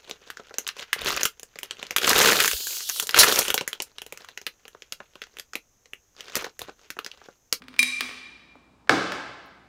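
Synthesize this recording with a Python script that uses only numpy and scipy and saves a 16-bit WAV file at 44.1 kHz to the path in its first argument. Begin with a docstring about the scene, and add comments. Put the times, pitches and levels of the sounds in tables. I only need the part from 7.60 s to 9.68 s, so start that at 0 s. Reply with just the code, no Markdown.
"""In a bare, echoing room, a metal cocktail shaker is turned upright: over a brief low hum left from
the shaking, the ice inside ticks, clinks against the steel wall and drops to the bottom with a clack.
Then the shaker is set down with a knock on a wooden table and settles on its base. Contacts are short
coloured noise bursts, steel, air and wood ring as fading tones, and fading noise makes the echo."""
import sys
import numpy as np
from scipy import signal
from scipy.fft import rfft, irfft
from scipy.io import wavfile
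from scipy.ndimage import uniform_filter1d, map_coordinates

SR = 44100
rng = np.random.default_rng(int(sys.argv[2]) if len(sys.argv) > 2 else 0)


def log_audio(samples):
    """Write samples as a 16-bit WAV file to the path given in sys.argv[1]."""
    # one column per channel
    frames = np.atleast_2d(samples).T
    # limit to full scale, then quantise
    limited = np.clip(frames, -1, 1)
    pcm = np.round(limited * 32767).astype(np.int16)
    wavfile.write(sys.argv[1], SR, pcm)


N = 91728
T = np.arange(SR) / SR  # one second of time, for each single strike
PUSH_S = 0.0003  # time constant with which a contact reaches full force
STEEL_RISE_S, TABLE_RISE_S, CAVITY_RISE_S = 0.00052, 0.0046, 0.004  # time constants of the swelling


def amp(db):
    """Turns decibels into gain."""
    return 10 ** (np.asarray(db) / 20)


def read(points, hz):
    """Reads a table between its points, along a log-frequency axis."""
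    f, value = np.transpose(points)
    return np.interp(np.log(hz + 1), np.log(f + 1), value)


def shape(points):
    """Makes a colour table into a function of frequency."""
    return lambda hz: read(points, hz)


def add(mix, s, sound):
    """Places a sound at a time in seconds, cut off at the end of the mix."""
    part = mix[round(s * SR):][:len(sound)]
    part += sound[:len(part)]


def colour(x, db_at, size=4096):
    """Filters with the gain db_at(Hz), never sounding before its input (minimum phase)."""
    hz = abs(np.fft.fftfreq(size, 1 / SR)) + 1
    log_gain = np.log(amp(db_at(hz)))
    spectrum = np.exp(np.conj(signal.hilbert(log_gain)))
    pulse = np.fft.ifft(spectrum).real
    return signal.fftconvolve(x, pulse[:size // 2])[:len(x)]


def tilt(x, db_per_octave):
    """Harder contacts are brighter: a slope around 2500 Hz, flat below 500 Hz."""
    return colour(x, lambda hz: db_per_octave * np.log2(np.maximum(hz, 500) / 2500))


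def ring(modes, rise_s):
    """A struck object sounds many tones, each fading at its own rate after a short swell."""
    tones = np.zeros(len(T))
    for hz, db, t60 in modes:
        fade = np.exp(-np.log(1000) * T / t60)
        tones += amp(db) * fade * np.cos(2 * np.pi * hz * T)
    return tones * (1 - np.exp(-T / rise_s)) ** 2


def contact(db_at, rattle_s, scatter, rise_s):
    """A contact is a sharp push plus many dense, dying modes (noise), coloured by db_at(Hz)."""
    fade = np.exp(-np.log(1000) * T / rattle_s)
    burst = rng.standard_normal(len(T)) * fade * (1 - np.exp(-T / rise_s))
    burst *= np.sqrt(scatter) / np.linalg.norm(burst)
    burst[0] += np.sqrt(1 - scatter)  # the push holds the rest of the energy
    # even out the lumps in the burst's own spectrum before colouring it
    power = uniform_filter1d(abs(rfft(burst)) ** 2, size=100)
    lumps_db = 10 * np.log10(power + 1e-6)
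    bins_hz = np.fft.rfftfreq(len(T), 1 / SR)
    return colour(burst, lambda hz: db_at(hz) - np.interp(hz, bins_hz, lumps_db))


# colour of the room's background before its overall level is set: (frequency [Hz], level [dB per Hz])
AIR_COLOUR = [(20, -39.5), (45, -10.5), (70, -4), (150, -4.5), (280, 0.5), (500, -12.5), (1100, -8.5),
              (2000, -23), (4000, -26.5), (7500, -30.5), (10000, -38.5), (16000, -43)]
AIR_DB, HUM_HZ, HUM_DB = -60.5, 58, -66


def background():
    """Quiet room air is coloured noise; a faint mains hum is one steady low tone."""
    gain = amp(read(AIR_COLOUR, np.fft.rfftfreq(N, 1 / SR)))
    air = irfft(rfft(rng.standard_normal(N)) * gain, N)
    hum = np.sin(2 * np.pi * HUM_HZ * np.arange(N) / SR)
    return amp(AIR_DB) * air / air.std() + amp(HUM_DB) * hum


# how long the echo lasts: (frequency [Hz], time to fade by 60 dB [s])
ECHO_T60 = [(80, 2.5), (250, 0.79), (700, 1.32), (1800, 1.2469), (4500, 1.0864), (8000, 0.775),
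            (11000, 0.58), (15000, .46)]
# how strong the echo is: (frequency [Hz], level [dB])
ECHO_COLOUR = [(80, -4), (300, 0.44), (800, -0.36), (1800, -1.6), (4500, -0.39), (8000, 0), (15000, -9)]
ROOM_DELAY_S, ROOM_BUILD_S = 0.0024, 0.0073


def room(x, size=512):
    """Many blurred reflections: noise that builds quickly and fades at its own rate in each band."""
    hz, t, z = signal.stft(rng.choice([-1., 1.], N), SR, nperseg=size)
    rate = np.log(1000) / read(ECHO_T60, hz)[:, None]
    even_energy = np.sqrt(2 * rate / SR)  # long and short fades carry equal energy
    z = z * np.exp(-rate * t) * even_energy * amp(read(ECHO_COLOUR, hz))[:, None]
    echo = signal.istft(z, SR, nperseg=size)[1][:N]
    build = np.clip((np.arange(N) / SR - ROOM_DELAY_S) / ROOM_BUILD_S, 0, 1)
    return signal.fftconvolve(x, echo * build)[:N]


# first a brief low hum left from the shaking, then small handling taps:
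# (time [s], level [dB], centre [Hz], distance from centre to -6 dB [octaves])
HUM_AND_TAPS = [(0.002, 3, 203.3, .22), (0.9545, -8.5, 635, 1), (0.957, -0.5, 263, 0.22),
                (1.52, -20, 13300, 0.27), (1.8595, -35, 12950, 0.37), (1.869, -40, 13200, 0.25)]
BURST_T60_S = 0.02  # time to fade by 60 dB, before the band filter


def hum_and_taps(floor_db=-50):
    """The brief low hum and the small taps are short noise bursts, each strongest in one band."""
    out = np.zeros(N)
    for s, db, centre_hz, octaves in HUM_AND_TAPS:
        band = lambda hz: np.maximum(-6 * (np.log2(hz / centre_hz) / octaves) ** 2, floor_db)
        add(out, s, amp(db) * contact(band, BURST_T60_S, 1, PUSH_S))
    return out


# the base meeting the table: (time [s], level [dB], brightness [dB per octave])
BASE_KNOCKS = [(1.2737, -39, -3), (1.2944, -2, 0), (1.2962, -8.5, -5), (1.3102, -20, 0), (1.5204, -17, 1)]
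# colour of a knock: (frequency [Hz], level [dB])
KNOCK_TONE = [(30, -23), (70, -25), (140, -6.5), (300, 14.5), (800, 18), (1600, 25.5), (2700, 17.5),
              (3600, 15), (5000, 12.5), (7800, 1), (10000, -5.5), (15500, -17)]
# colour of the table's low boom: (frequency [Hz], level [dB])
BOOM_TONE = [(30, -3), (70, 11.5), (140, 18), (320, 29.5), (600, 15.5), (1200, 19), (2500, -8),
             (15000, -18)]
# short tones of the loaded base: (frequency [Hz], level [dB], time to fade by 60 dB [s])
BASE_MODES = [(1116, -14.5, 0.016), (1320, -25, 0.0083), (1630, -13.5, 0.026), (1701, -5, 0.02),
              (2160, -10.5, 0.034), (4540, -25, 0.048), (4930, -29.5, 0.0084), (7740, -39, 0.12)]
# tones of the table top: (frequency [Hz], level [dB], time to fade by 60 dB [s])
TABLE_MODES = [(118, -34.5, 0.45), (187, -34, 0.82), (274, -26.5, 0.86), (332.4, -31.5, 0.8),
               (458.3, -32.5, 0.45), (675.5, -37.5, 0.77), (779.5, -24, 0.37), (1220, -46, 0.37),
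               (1381, -34, 1), (1527, -40, 0.12)]
KNOCK_RATTLE_S, BOOM_T60_S = 0.015, 0.32  # times to fade by 60 dB
KNOCK_SCATTER, BOOM_SCATTER = 0.897, 0.9  # noise's share of the energy
BOOM_DELAY_S = 0.003035


def table():
    """The base lands edge first, falls flat and rocks once more, making base and wood ring."""
    knock, clonk, boom, wood = np.zeros((4, N))
    for s, db, bright in BASE_KNOCKS:
        hit = contact(shape(KNOCK_TONE), KNOCK_RATTLE_S, KNOCK_SCATTER, PUSH_S)
        add(knock, s, amp(db) * tilt(hit, bright))
        swell = contact(shape(BOOM_TONE), BOOM_T60_S, BOOM_SCATTER, TABLE_RISE_S)
        add(boom, s + BOOM_DELAY_S, amp(db) * swell)
    # only the loudest knock makes the base and the table top ring
    landing_s = max(BASE_KNOCKS, key=lambda row: row[1])[0]
    add(clonk, landing_s, ring(BASE_MODES, STEEL_RISE_S))
    add(wood, landing_s, ring(TABLE_MODES, TABLE_RISE_S))
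    return knock, clonk, boom, wood


SLOSH_SHARE, SLOSH_PER_S = 0.0022, 30  # typical (rms) share of pitch bend, fastest bends per second


def waver(tone, count=12):
    """The moving drink bends the ring's pitch at random: playback speeds up and slows down."""
    rates = SLOSH_PER_S * rng.uniform(0.18, 1, count)
    drift = sum(np.sin(2 * np.pi * (rate * T + rng.random())) for rate in rates)
    drift = drift * np.sqrt(2 / count)
    position = np.cumsum(1 + SLOSH_SHARE * drift) - 1
    return map_coordinates(tone, [position], order=5)


# tones of the steel shell, damped by the hand: (frequency [Hz], level [dB], time to fade by 60 dB [s])
SHELL_MODES = [(1096.5, -41.5, 0.49), (1222, -43.5, 0.49), (2361, -21.5, 0.21), (2386, -7, .06),
               (2393, -23, 0.54), (3210, -34.5, 0.17), (3874, -28.5, 0.13), (3860, -29, 0.57),
               (4180, -35.5, .06), (5192, -24.5, .04), (6060, -27.5, .1), (7670, -30.5, 0.039),
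               (8712, -35.5, .15), (9050, -22, 0.069), (9000, -31, 0.15), (9190, -41.5, 0.59),
               (11120, -25, 0.11), (12760, -33, 0.071), (15400, -37.5, .025)]
TWIN_SPREAD = 0.005  # typical detuning, as a share of the pitch
TWIN_DB, TWIN_ABOVE_HZ = -11, 3000  # each twin's level beside its main tone; only tones above this split


def steel(count=3):
    """The shell is not quite round, so its upper tones have slightly detuned twins; all waver."""
    detune = 1 + TWIN_SPREAD * rng.standard_normal((len(SHELL_MODES), count))
    twins = []
    for (hz, db, t60), row in zip(SHELL_MODES, detune):
        if hz > TWIN_ABOVE_HZ:
            twins += [(hz * d, db + TWIN_DB, t60) for d in row]
    return waver(ring(SHELL_MODES + twins, STEEL_RISE_S))


# ice striking the shaker wall: (time [s], ring level [dB], contact click level [dB])
WALL_CLINKS = [(0.1915, -1.5, -1), (0.2284, -10, -2)]
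# ice landing and ticking inside the shaker: (time [s], level [dB], brightness [dB per octave])
ICE_CLACKS = [(0.0208, -24, -5.5), (0.0393, -35, -2), (0.0832, -20.5, -2.5), (0.1055, -53, 1),
              (0.131, -33, -4), (0.141, -24.5, -5), (0.164, -24.5, -3.5), (0.1865, -22, -0.5),
              (0.4078, -3, 0.5), (0.4104, -6, -2), (0.4269, -22.5, -6.5), (0.457, -26, -6),
              (0.4921, -20, -7), (0.512, -23.5, -6.5)]
# colour of a clink's click: (frequency [Hz], level [dB])
CLINK_TONE = [(60, -30), (300, -1.5), (800, -3), (1400, 3), (2000, 17), (3000, 8.5), (4800, 12.5),
              (5600, 4), (9000, 5), (13000, -2), (16000, 1)]
# colour of a clack: (frequency [Hz], level [dB])
CLACK_TONE = [(60, -21.5), (300, 1), (700, -4), (1200, 10), (2100, 12.5), (3500, 11), (5000, 7.5),
              (6200, -0.5), (8000, -4.5), (9100, 0.5), (10500, -7.5), (15500, -4.5)]
# tone of the air inside the shaker: (frequency [Hz], level [dB], time to fade by 60 dB [s])
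CAVITY_MODES = [(252.6, -38, 0.48)]
CLINK_RATTLE_S, CLACK_RATTLE_S = 0.02, 0.017  # times to fade by 60 dB
CLINK_SCATTER, CLACK_SCATTER = 1, 0.8  # noise's share of the energy
CLACK_SHELL_DB, CLACK_CAVITY_DB = -28, -6  # how strongly a clack rings the shell and the air inside
CAVITY_FOLLOW = 0.43  # dB of hollow ring per dB of clack


def shaker():
    """Ice rings the steel wall and clacks on the bottom; the air inside adds a hollow ring."""
    out, hollow = np.zeros((2, N))
    shell, cavity = steel(), ring(CAVITY_MODES, CAVITY_RISE_S)
    for s, ring_db, click_db in WALL_CLINKS:
        click = contact(shape(CLINK_TONE), CLINK_RATTLE_S, CLINK_SCATTER, PUSH_S)
        add(out, s, amp(ring_db) * shell + amp(click_db) * click)
        add(hollow, s, amp(ring_db) * cavity)
    for s, db, bright in ICE_CLACKS:
        hit = contact(shape(CLACK_TONE), CLACK_RATTLE_S, CLACK_SCATTER, PUSH_S)
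        clack = hit + amp(CLACK_SHELL_DB) * shell
        add(out, s, amp(db) * tilt(clack, bright))
        add(hollow, s, amp(CLACK_CAVITY_DB + CAVITY_FOLLOW * db) * cavity)
    return out, hollow


def scene():
    """Each source is heard directly and through the room, over the background."""
    ice, hollow = shaker()
    knock, clonk, boom, wood = table()
    hollow = amp(4) * hollow
    # (sound, level sent into the room [dB])
    layers = [(ice, -3.5), (hollow, -12), (hum_and_taps(), -8),
              (knock, 1), (clonk, -13), (boom, -4.5), (wood, -9.5)]
    direct = sum(sound for sound, _ in layers)
    echo = room(sum(amp(db) * sound for sound, db in layers))
    return (direct + echo + background())[None]


def record(dry, low_cut_hz=36, edge_hz=16000):
    """The microphone drops deep bass, rounds off peaks near full scale and cuts the top treble."""
    high_pass = signal.butter(3, low_cut_hz, "high", fs=SR, output="sos")
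    thin = signal.sosfilt(high_pass, dry)
    rounded = thin / (1 + thin ** 8) ** (1 / 8)
    low_pass = signal.firwin(201, edge_hz, window=("kaiser", 8), fs=SR)
    return signal.oaconvolve(rounded, low_pass[None], "same")


dry = scene()
out = record(dry)
log_audio(out)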